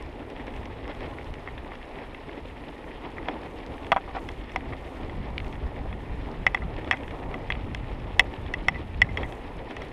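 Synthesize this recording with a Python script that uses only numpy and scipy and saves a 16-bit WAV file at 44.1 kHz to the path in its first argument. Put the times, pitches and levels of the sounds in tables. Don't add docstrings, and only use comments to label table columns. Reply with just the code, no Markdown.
import sys
import numpy as np
from scipy import signal
from scipy.fft import rfft, irfft
from scipy.io import wavfile
from scipy.ndimage import uniform_filter1d

SR = 44100
rng = np.random.default_rng(int(sys.argv[2]) if len(sys.argv) > 2 else 0)


def wav_record(signal):
    frames = np.transpose(np.atleast_2d(signal))
    bounded = np.clip(frames, -1, 1)
    quanta = np.round(bounded * 32767).astype(np.int16)
    wavfile.write(sys.argv[1], SR, quanta)


def to_linear_factor(level_db):
    exponent = np.asarray(level_db, float) / 20
    return 10 ** exponent


N = 437472
GRID = np.arange(N // 40 + 2) * 40


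def rms_one(x):
    return x / np.sqrt(np.mean(x ** 2) + 1e-20)


def level_in_time(rows):
    s, level_db = np.transpose(rows)
    return np.interp(np.arange(N) / SR, s, level_db)


def gain_of(coarse_db):
    return np.interp(np.arange(N), GRID, to_linear_factor(coarse_db))


def swells_db(rows):
    s, swell_db, length_ms = np.transpose(rows)
    away = (GRID[:, None] / SR - s) / (.0004 * length_ms)
    return (swell_db * np.exp(-away ** 2)).sum(axis=1)


def drift(rate):
    r = np.exp(-80 * np.pi * rate / SR)
    noise = rng.standard_normal(len(GRID) + 2000)
    return rms_one(signal.lfilter([1], [1, -2 * r, r * r], noise)[2000:])


def ring(clicks, hz, t60):
    r, w = 1000 ** (-1 / (t60 * SR)), 2 * np.pi * hz / SR
    return signal.lfilter([0, np.sin(w)], [1, -2 * r * np.cos(w), r * r], clicks + 1e-18)


def coloured(source, spectrum, patchy_db, rate, apart=False):
    hz, level_db = np.transpose(spectrum)
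    f = np.arange(N // 2 + 1) * SR / N + 1e-3
    shaped = rfft(source) * to_linear_factor(np.interp(np.log(f), np.log(hz), level_db, -150, -150))
    out, together = 0, drift(rate)
    step = 1.5 * np.log2(f / hz[0])
    for k in range(int(1.5 * np.log2(hz[-1] / hz[0])) + 2):
        share = np.clip(1 - np.abs(step - k), 0, 1)
        if apart:
            band = np.roll(irfft(shaped * np.sqrt(share), N), k * N // 9)
        else:
            band = irfft(shaped * share, N)
        out = out + band * gain_of(patchy_db * (0.6 * together + 0.41 * drift(rate)))
    return rms_one(out)


def grains(per_s, spread_db, bed_db):
    sizes = to_linear_factor(spread_db * np.minimum(rng.exponential(1, N), 5)) * rng.choice([-1, 1], N)
    born = rng.random(N) < per_s * gain_of(5 * drift(14)) / SR
    return rms_one(sizes * born) + to_linear_factor(bed_db) * rng.standard_normal(N)


# (frequency [Hz], level [dB per Hz])
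HISS_SPECTRUM = [(2940, -2), (5000, 8), (7130, -14), (10300, -25), (13100, -11), (14900, -27), (15700, -44)]


def hiss():
    return to_linear_factor(-77.5) * coloured(rng.standard_normal(N), HISS_SPECTRUM, patchy_db=-1.0, rate=5)


def whine():
    return to_linear_factor(-95) * np.sin(2 * np.pi * 12647 * np.arange(N) / SR)


# (time [s], level [dB])
INSECT_LEVEL = [(0, -85), (3.9, -81), (4.3, -84), (9, -85.5), (9.92, -81)]


def insects():
    centre_hz, width_hz = 10080, 250
    band = rms_one(ring(rng.standard_normal(N), centre_hz, 1.6 / width_hz))
    return to_linear_factor(level_in_time(INSECT_LEVEL)) * gain_of(2.3 * drift(7.8)) * band


# (time [s], level [dB])
AIRFLOW = [(0, -41.5), (.6, -41.5), (1.3, -41), (1.8, -43.5), (2.8, -44), (3.8, -43), (4.5, -41.5),
           (5.2, -39.5), (6.2, -36), (7.0, -39), (7.6, -34.5), (8.3, -38), (9.1, -34.5), (9.35, -41),
           (9.92, -40.5)]
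# (time [s], swell [dB], length [ms])
GUSTS = [(.08, 0, 55), (.2, -1, 80), (.55, 5.5, 220), (.85, -1, 160), (1.06, 4.5, 160), (1.3, 8.5, 56),
         (1.58, 1, 250), (2.48, 1.5, 200), (3.2, 3, 140), (4.33, 2.5, 270), (4.57, 2, 80), (4.7, 9, 105),
         (4.86, 5, 51), (5.02, 5.5, 110), (5.19, 7.5, 150), (5.4, 5.5, 310), (5.66, 11, 68),
         (5.9, 3.5, 200), (6.41, 7, 88), (6.75, 3.5, 360), (7.1, 2, 110), (7.27, 8.5, 69), (7.68, 1.5, 120),
         (7.87, 3, 170), (8.19, 3, 130), (8.45, 5, 110), (8.66, 5.5, 130), (9.01, 3.5, 120), (9.2, 4, 140),
         (9.53, 2.5, 260)]
# (frequency [Hz], level [dB per Hz])
WIND_SPECTRUM = [(8.8, -42), (15, -1.5), (48, 3), (100, -3.5), (201, -14), (234, -13.5), (400, -35.5),
                 (520, -29), (880, -120)]


def wind():
    gust_db = level_in_time(AIRFLOW) + np.interp(np.arange(N), GRID, swells_db(GUSTS))
    air = coloured(rng.standard_normal(N), WIND_SPECTRUM, patchy_db=1.75, rate=5.0)
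    above_78_hz = signal.butter(2, 78, "high", fs=SR, output="sos")
    upper = signal.sosfiltfilt(above_78_hz, air)
    strength_db = uniform_filter1d(gust_db, size=SR // 6) + 38.0
    eddies = gain_of(1.6 * drift(20))
    return to_linear_factor(gust_db) * (air - upper + upper * to_linear_factor(0.47 * strength_db) * eddies)


# (time [s], level [dB])
ROAD_LOAD = [(0, -43), (.66, -40.5), (.95, -42.5), (1.4, -42.5), (2.1, -45), (2.8, -43), (3.2, -40.5),
             (3.45, -38), (3.75, -42.5), (4.7, -41.5), (5.3, -41), (6.6, -41), (7.1, -38), (7.8, -42),
             (8.2, -39), (9.05, -43.5), (9.25, -40), (9.92, -43.5)]
# (time [s], swell [dB], length [ms])
LOOSE_PATCHES = [(.02, 3.5, 60), (0.413, 5, 28), (0.481, 7, 36), (0.573, 4, 33), (.67, 0.5, 60),
                 (0.9, 10, 53), (1.03, 7.5, 110), (1.187, 4.5, 50), (2.017, 4.5, 170), (2.32, 4.5, 150),
                 (2.385, 5.5, 39), (2.688, 4.5, 28), (3.06, 2.5, 75), (3.29, 6.5, 52), (3.462, 2.5, 54),
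                 (3.83, 3, 71), (4.167, 7, 53), (4.69, 4, 120), (4.85, 2.5, 41), (5.03, 2, 60),
                 (5.264, 5, 13), (6.793, 6, 25), (6.884, 5.5, 50), (7.573, 5, 18), (8.34, 8.5, 14),
                 (8.8, 5.5, 74), (9.2, 6.5, 74), (9.45, 2.5, 37), (9.714, 6, 38), (9.8, 4, 250)]
# (frequency [Hz], level [dB per Hz])
TYRE_SPECTRUM = [(88, -52), (150, -4.5), (189, -14), (227, -3.5), (284, 0.5), (318, -3), (436, -3.5),
                 (635, -7.5), (852, -7.5), (1440, -20.5), (1700, -31.5), (2210, -28), (3740, -120)]


def tyre_rumble(load_db, patch_db):
    rumble = coloured(grains(900, 3.2, bed_db=4), TYRE_SPECTRUM, patchy_db=2.2, rate=14.6)
    return rumble * to_linear_factor(load_db) * gain_of(0.88 * patch_db)


# (frequency [Hz], level [dB per Hz])
GRIT_SPECTRUM = [(820, -3.5), (1400, -12), (1580, -9.5), (1830, -2.5), (2050, -4.5), (2470, -7),
                 (3480, -13), (4660, -25.5), (5480, -27.5), (6150, -51), (8000, -44), (10400, -76),
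                 (17600, -120)]


def grit_crunch(load_db, patch_db):
    grit_db = -50.5 + 0.33 * (load_db - load_db.mean())
    crunch = coloured(grains(800, 5.9, bed_db=3.0), GRIT_SPECTRUM, patchy_db=2.5, rate=32, apart=True)
    return crunch * to_linear_factor(grit_db) * gain_of(0.81 * patch_db)


# (time [s], swell [dB], length [ms])
RUSTLES = [(.55, 3, 200), (1.1, 4, 380), (3.5, 3, 270), (3.8, 3, 390), (4.27, 7.5, 190), (4.39, 2, 60),
           (4.9, 4.5, 420), (5.47, 5, 170), (6.02, 2, 240), (7.05, 3, 670), (8.25, 2, 200), (8.9, 1, 120),
           (9.3, 8, 310), (9.8, 2, 200)]
# (frequency [Hz], level [dB per Hz])
CLOTH_SPECTRUM = [(3530, -37), (6000, -3), (7120, -4.5), (7790, -6.5), (8250, -4.5), (8720, -3), (9490, -8),
                  (10600, -7), (11800, -11.5), (13500, -12.5), (15200, -20)]


def cloth():
    rubbing = coloured(grains(1500, 3.8, bed_db=2.0), CLOTH_SPECTRUM, patchy_db=1.0, rate=29)
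    return rubbing * gain_of(-75 + swells_db(RUSTLES))


# (ratio to its pitch [-], level [dB])
SNAP_PARTIALS = [(1.0, -1), (1.2, -5), (1.52, -9.5), (1.95, -18)]
# (time [s], peak [dB], pitch [Hz])
SNAPS = [(.0608, -47, 4300), (.097, -50, 4500), (.372, -36, 1950), (0.6553, -38, 2290), (.7, -38, 1300),
         (.895, -41, 2000), (1.074, -65, 3600), (1.185, -33, 1500), (1.2446, -41, 4100),
         (1.3392, -30, 2380), (1.395, -48, 5000), (1.647, -34, 1990), (1.8542, -51, 5400),
         (1.8911, -49, 4800), (3.021, -38, 1920), (3.1038, -46, 4200), (3.2281, -34, 2000),
         (3.5992, -65, 5000), (3.2842, -34, 3300), (3.6636, -36, 4000), (3.735, -52, 5500),
         (3.7803, -31, 1850), (3.9188, -38, 10300), (3.9196, -21, 2800), (3.925, -22, 2800),
         (4.15, -35, 1900), (4.1624, -39, 3900), (4.2398, -47, 4800), (4.288, -26, 1680),
         (4.2895, -31, 2620), (4.3166, -40, 4400), (4.415, -37, 2200), (4.527, -50, 8200),
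         (4.538, -50, 6200), (4.561, -25, 2320), (4.561, -40, 6900), (4.6069, -30, 1900),
         (5.033, -33, 2450), (5.0958, -33, 2100), (5.3038, -45, 3700), (5.345, -48, 3300),
         (5.3798, -14.5, 2340), (5.4016, -24, 2160), (5.4809, -42, 4400), (5.628, -62, 8300),
         (5.79, -33.5, 2300), (5.878, -40, 1920), (6.0057, -38, 1850), (6.765, -30, 2650),
         (6.8758, -30, 2300), (7.0788, -35, 1680), (7.3135, -33, 2300), (7.5218, -20, 2380),
         (7.7474, -21, 1680), (9.1316, -46, 4400), (9.5682, -46, 5200), (9.7068, -33, 1490),
         (9.885, -45, 4600)]


def snaps():
    decay_cycles, rise_cycles = 20, 1.4
    s, peak_db, hz = np.transpose(SNAPS)
    out, span = np.zeros(N + 600), np.arange(600)
    cycles = hz[:, None] * span / SR
    rise = np.sin(np.pi / 2 * np.minimum(cycles / rise_cycles, 1)) ** 2
    rise = rise * to_linear_factor(30 * rise_cycles / decay_cycles)
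    for ratio, db in SNAP_PARTIALS:
        height = to_linear_factor(db + peak_db[:, None] - 60 * cycles / decay_cycles)
        rung = height * np.sin(2 * np.pi * ratio * cycles) * rise
        np.add.at(out, np.round(s * SR).astype(int)[:, None] + span, rung)
    return out[:N]


# (frequency [Hz], level [dB], t60 [s])
MOUNT_MODES = [(630, -25, 0.025), (772, -2.5, 0.044), (983, 0.5, 0.02), (1162, 2.5, 0.019),
               (1354, -7, 0.015)]
# (frequency [Hz], level [dB], t60 [s])
DOOR_MODES = [(1680, -11, 0.009), (1987, 8.5, 0.025), (2065, 3.5, 0.026), (2290, -15, .012)]
# (frequency [Hz], level [dB], t60 [s])
SHELL_MODES = [(2630, 9.5, 0.021), (2940, 3, 0.021), (3280, 6, 0.027), (3600, -14, 0.0069),
               (4040, -34, 0.0077)]
# (frequency [Hz], level [dB], t60 [s])
TICK_MODES = [(4440, 2, 0.012), (5430, 6, 0.01), (5850, -1, 0.0089), (6900, -2.5, 0.0034),
              (8750, -1, 0.004), (10800, 1, 0.0031)]


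def knocks(at_s, part_db, chatter_ms, scatter_db, ringing, chatter=0.14):
    passed_hz = [(480, 2400), (1676, 2410), (2440, 3680), (4080, 9500)]
    parts = [MOUNT_MODES, DOOR_MODES, SHELL_MODES, TICK_MODES]
    out, span = np.zeros(N + 1600), np.arange(1600)
    draw = rng.standard_normal((len(at_s), 1600 + 6))
    chatter_ms = np.broadcast_to(np.maximum(chatter_ms, .2), len(at_s))[:, None]
    contact = chatter * draw[:, 6:] * np.exp(-(600 * span / SR / chatter_ms) ** 1.3)
    contact[:, 0] = 1
    dryness = np.clip(part_db[2] - part_db[1] + 5.5, 0, 9)[:, None]
    muted = np.exp(-45 * dryness * span / SR)
    for modes, edges_hz, peak_db in zip(parts, passed_hz, part_db):
        rung = 0
        for k, (hz, db, t60) in enumerate(modes):
            height = to_linear_factor(db + scatter_db * draw[:, [k]])
            rung = rung + height * ring(contact, hz, ringing * t60)
        if modes is not MOUNT_MODES:
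            rung = rung * muted
        rung = signal.sosfilt(signal.butter(3, edges_hz, "band", fs=SR, output="sos"), rung)
        rung = rung * to_linear_factor(peak_db)[:, None] / np.abs(rung).max(axis=1, keepdims=True)
        np.add.at(out, np.round(at_s * SR).astype(int)[:, None] + span, rung)
    return out[:N]


def single_mode(s, peak_db, hz, t60):
    clicks = np.zeros(N)
    clicks[np.round(s * SR).astype(int)] = to_linear_factor(peak_db)
    return ring(clicks, hz, t60)


def chest_plate(s, mount_db):
    return single_mode(s, mount_db - 17.5, hz=209, t60=0.025)


def mount_clip(s, peak_db):
    return single_mode(s, peak_db, hz=776, t60=0.067)


# (time [s], peak [dB], bright tick [dB re peak])
STONES = [(0.0246, -41, -12), (0.225, -45, -40), (0.301, -41, -15), (0.3638, -35.5, -32), (0.468, -38, -18),
          (0.5384, -39, -27), (0.5632, -36.5, -20), (0.6558, -33.5, -20), (0.878, -36, -19),
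          (0.9153, -37, -38), (0.949, -40, -16), (1.006, -34, -24), (1.5784, -32.5, -37),
          (1.7539, -36.5, -22), (2.1463, -31.5, -32), (3.048, -37, -34), (3.8457, -36, -32),
          (3.867, -33.5, -22), (4.4942, -37, -31), (5.445, -40, -18), (5.4672, -38, -25),
          (5.5262, -35.5, -24), (5.5543, -38, -27), (6.785, -34.5, -33), (6.8453, -36, -24),
          (6.971, -34, -21), (7.0334, -32.5, -36), (7.079, -35, -32), (7.1082, -33, -29),
          (9.3235, -33, -22)]


def stones():
    s, peak_db, tick_db = np.transpose(STONES)
    part_db = [peak_db - 7, peak_db - 4, peak_db - 2, peak_db + tick_db + 8.5]
    return knocks(s, part_db, chatter_ms=2.5, scatter_db=0.0, ringing=0.48)


CLICK_SHARES = [0.5, 1.3, -2.5, -9]
# (time [s], door peak [dB])
CLICKS = [(1.3392, -39), (4.518, -40), (8.3344, -56), (7.93, -47), (8.0, -43), (8.912, -60), (9.7077, -41),
          (9.766, -33), (9.8188, -35)]


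def clicks_on_shell():
    s, peak_db = np.transpose(CLICKS)
    part_db = [peak_db + share_db for share_db in CLICK_SHARES]
    return knocks(s, part_db, chatter_ms=2.2, scatter_db=1.0, ringing=0.77)


# (time [s], door peak [dB], shell [dB re door])
TAPS = [(1.4742, -29, -16), (1.485, -33, -18), (1.718, -33.5, -22), (2.293, -35, -23), (3.257, -39, -2),
        (4.7232, -35, -24), (4.733, -31.5, -21), (5.0952, -36, -14), (5.9269, -34, -6),
        (6.5728, -30.5, -15), (6.6196, -32.5, -26), (6.9314, -21.5, -17), (6.9394, -26.5, -20),
        (6.9467, -34, -14), (7.552, -35.5, -3), (8.463, -40, -1), (8.743, -37, -12), (8.757, -33.5, -24),
        (9.045, -37, -14), (9.0917, -43, -22)]


def taps():
    s, door_db, shell_db = np.transpose(TAPS)
    part_db = [door_db - 1.5, door_db, door_db + shell_db + 2.5, door_db - 31]
    return knocks(s, part_db, chatter_ms=2.2, scatter_db=-5.5, ringing=0.74)


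# (time [s], door peak [dB], mount [dB re door], buzz [ms])
RATTLES = [
    (4.077, -51, 19.5, 16),
    (4.158, -45.5, 14.5, 30),
    (6.622, -45, 11, 7.4),
    (8.746, -34, -21, 12),
    (9.088, -34.5, -15, 8.7),
    (9.226, -31, -18, 16),
]


def rattles():
    s, door_db, mount_db, buzz_ms = np.transpose(RATTLES)
    part_db = [door_db + mount_db, door_db, door_db - 16, door_db - 30]
    buzz = knocks(s, part_db, buzz_ms, scatter_db=3.0, ringing=2.4, chatter=1.5)
    return buzz + mount_clip(s + .008, door_db + mount_db - 1)


THUD_SHARES = [2, -13.5, -18.5, -35]
# (time [s], mount peak [dB], chatter [ms])
THUDS = [
    (2.0193, -39, 2.4),
    (3.2914, -36, 2.3),
    (3.9245, -11.5, 3.4),
    (3.9306, -28, 1.6),
    (3.9629, -15, 2.6),
    (3.9677, -18, 1.9),
    (3.9754, -25, 5.1),
    (4.149, -32, 2.7),
    (6.8753, -39, 1.7),
]


def thuds():
    s, mount_db, chatter_ms = np.transpose(THUDS)
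    part_db = [mount_db + share_db for share_db in THUD_SHARES]
    body = knocks(s, part_db, chatter_ms, scatter_db=3.5, ringing=0.95)
    return body + chest_plate(s, mount_db) + mount_clip(s, mount_db - 3.5)


# (time [s], door peak [dB], mount [dB re door], shell [dB re door], bright tick [dB re door])
SLAPS = [(3.182, -27, -6, -29, -34), (3.285, -24.5, 5, -7.5, -30), (3.9186, -12, 2, -6.5, -19),
         (4.2886, -30.5, -9, -7, -12), (4.56, -18, -1, -17.5, -17), (6.4656, -5.5, -9, -17, -21.5),
         (6.4744, -21, -23, -25, -28), (6.546, -13, -6.5, -14.5, -20.5), (6.9111, -8, -10, -12.5, -18.5),
         (6.9248, -20, -8, -13, -20), (7.3412, -27.5, -3, -10, -23), (7.5024, -15.5, -10.5, -15, -25),
         (7.522, -26, -8, 3, -22), (7.7473, -27.5, -6, -3, -6), (8.1945, -1.5, -15.5, -8.5, -14),
         (8.2051, -18.5, -10, -7, -16), (8.538, -17.5, -15, -14, -17.5), (8.6838, -7.5, -9.5, -12.5, -18),
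         (9.0174, -5, -15.5, -12.5, -17.5), (9.1725, -17.5, -13.5, -10.5, -19.5),
         (9.232, -27, -5, -7.5, -38)]


def slaps():
    s, door_db, mount_db, shell_db, tick_db = np.transpose(SLAPS)
    part_db = [door_db + mount_db + 3.5, door_db, door_db + shell_db + 5, door_db + tick_db]
    body = knocks(s, part_db, chatter_ms=2.38, scatter_db=0.5, ringing=1.0, chatter=0.069)
    lens_ring = single_mode(s, door_db + tick_db - 26, hz=5400, t60=0.05)
    return body + lens_ring + chest_plate(s, door_db + mount_db)


def scene():
    load_db, patch_db = level_in_time(ROAD_LOAD), swells_db(LOOSE_PATCHES)
    background = hiss() + whine() + insects() + wind()
    riding = tyre_rumble(load_db, patch_db) + grit_crunch(load_db, patch_db) + cloth()
    small_hits = snaps() + stones() + clicks_on_shell() + taps()
    jolts = rattles() + thuds() + slaps()
    return (background + riding + small_hits + jolts)[None]


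def low_pass(x):
    return signal.sosfilt(signal.butter(12, 15860, fs=SR, output="sos"), x)


def record(dry):
    overloaded = np.clip(dry, -.93, .93)
    mix = signal.sosfilt(signal.butter(10, 15300, fs=SR, output="sos"), overloaded)
    return low_pass(mix)


dry = scene()
out = record(dry)
wav_record(out)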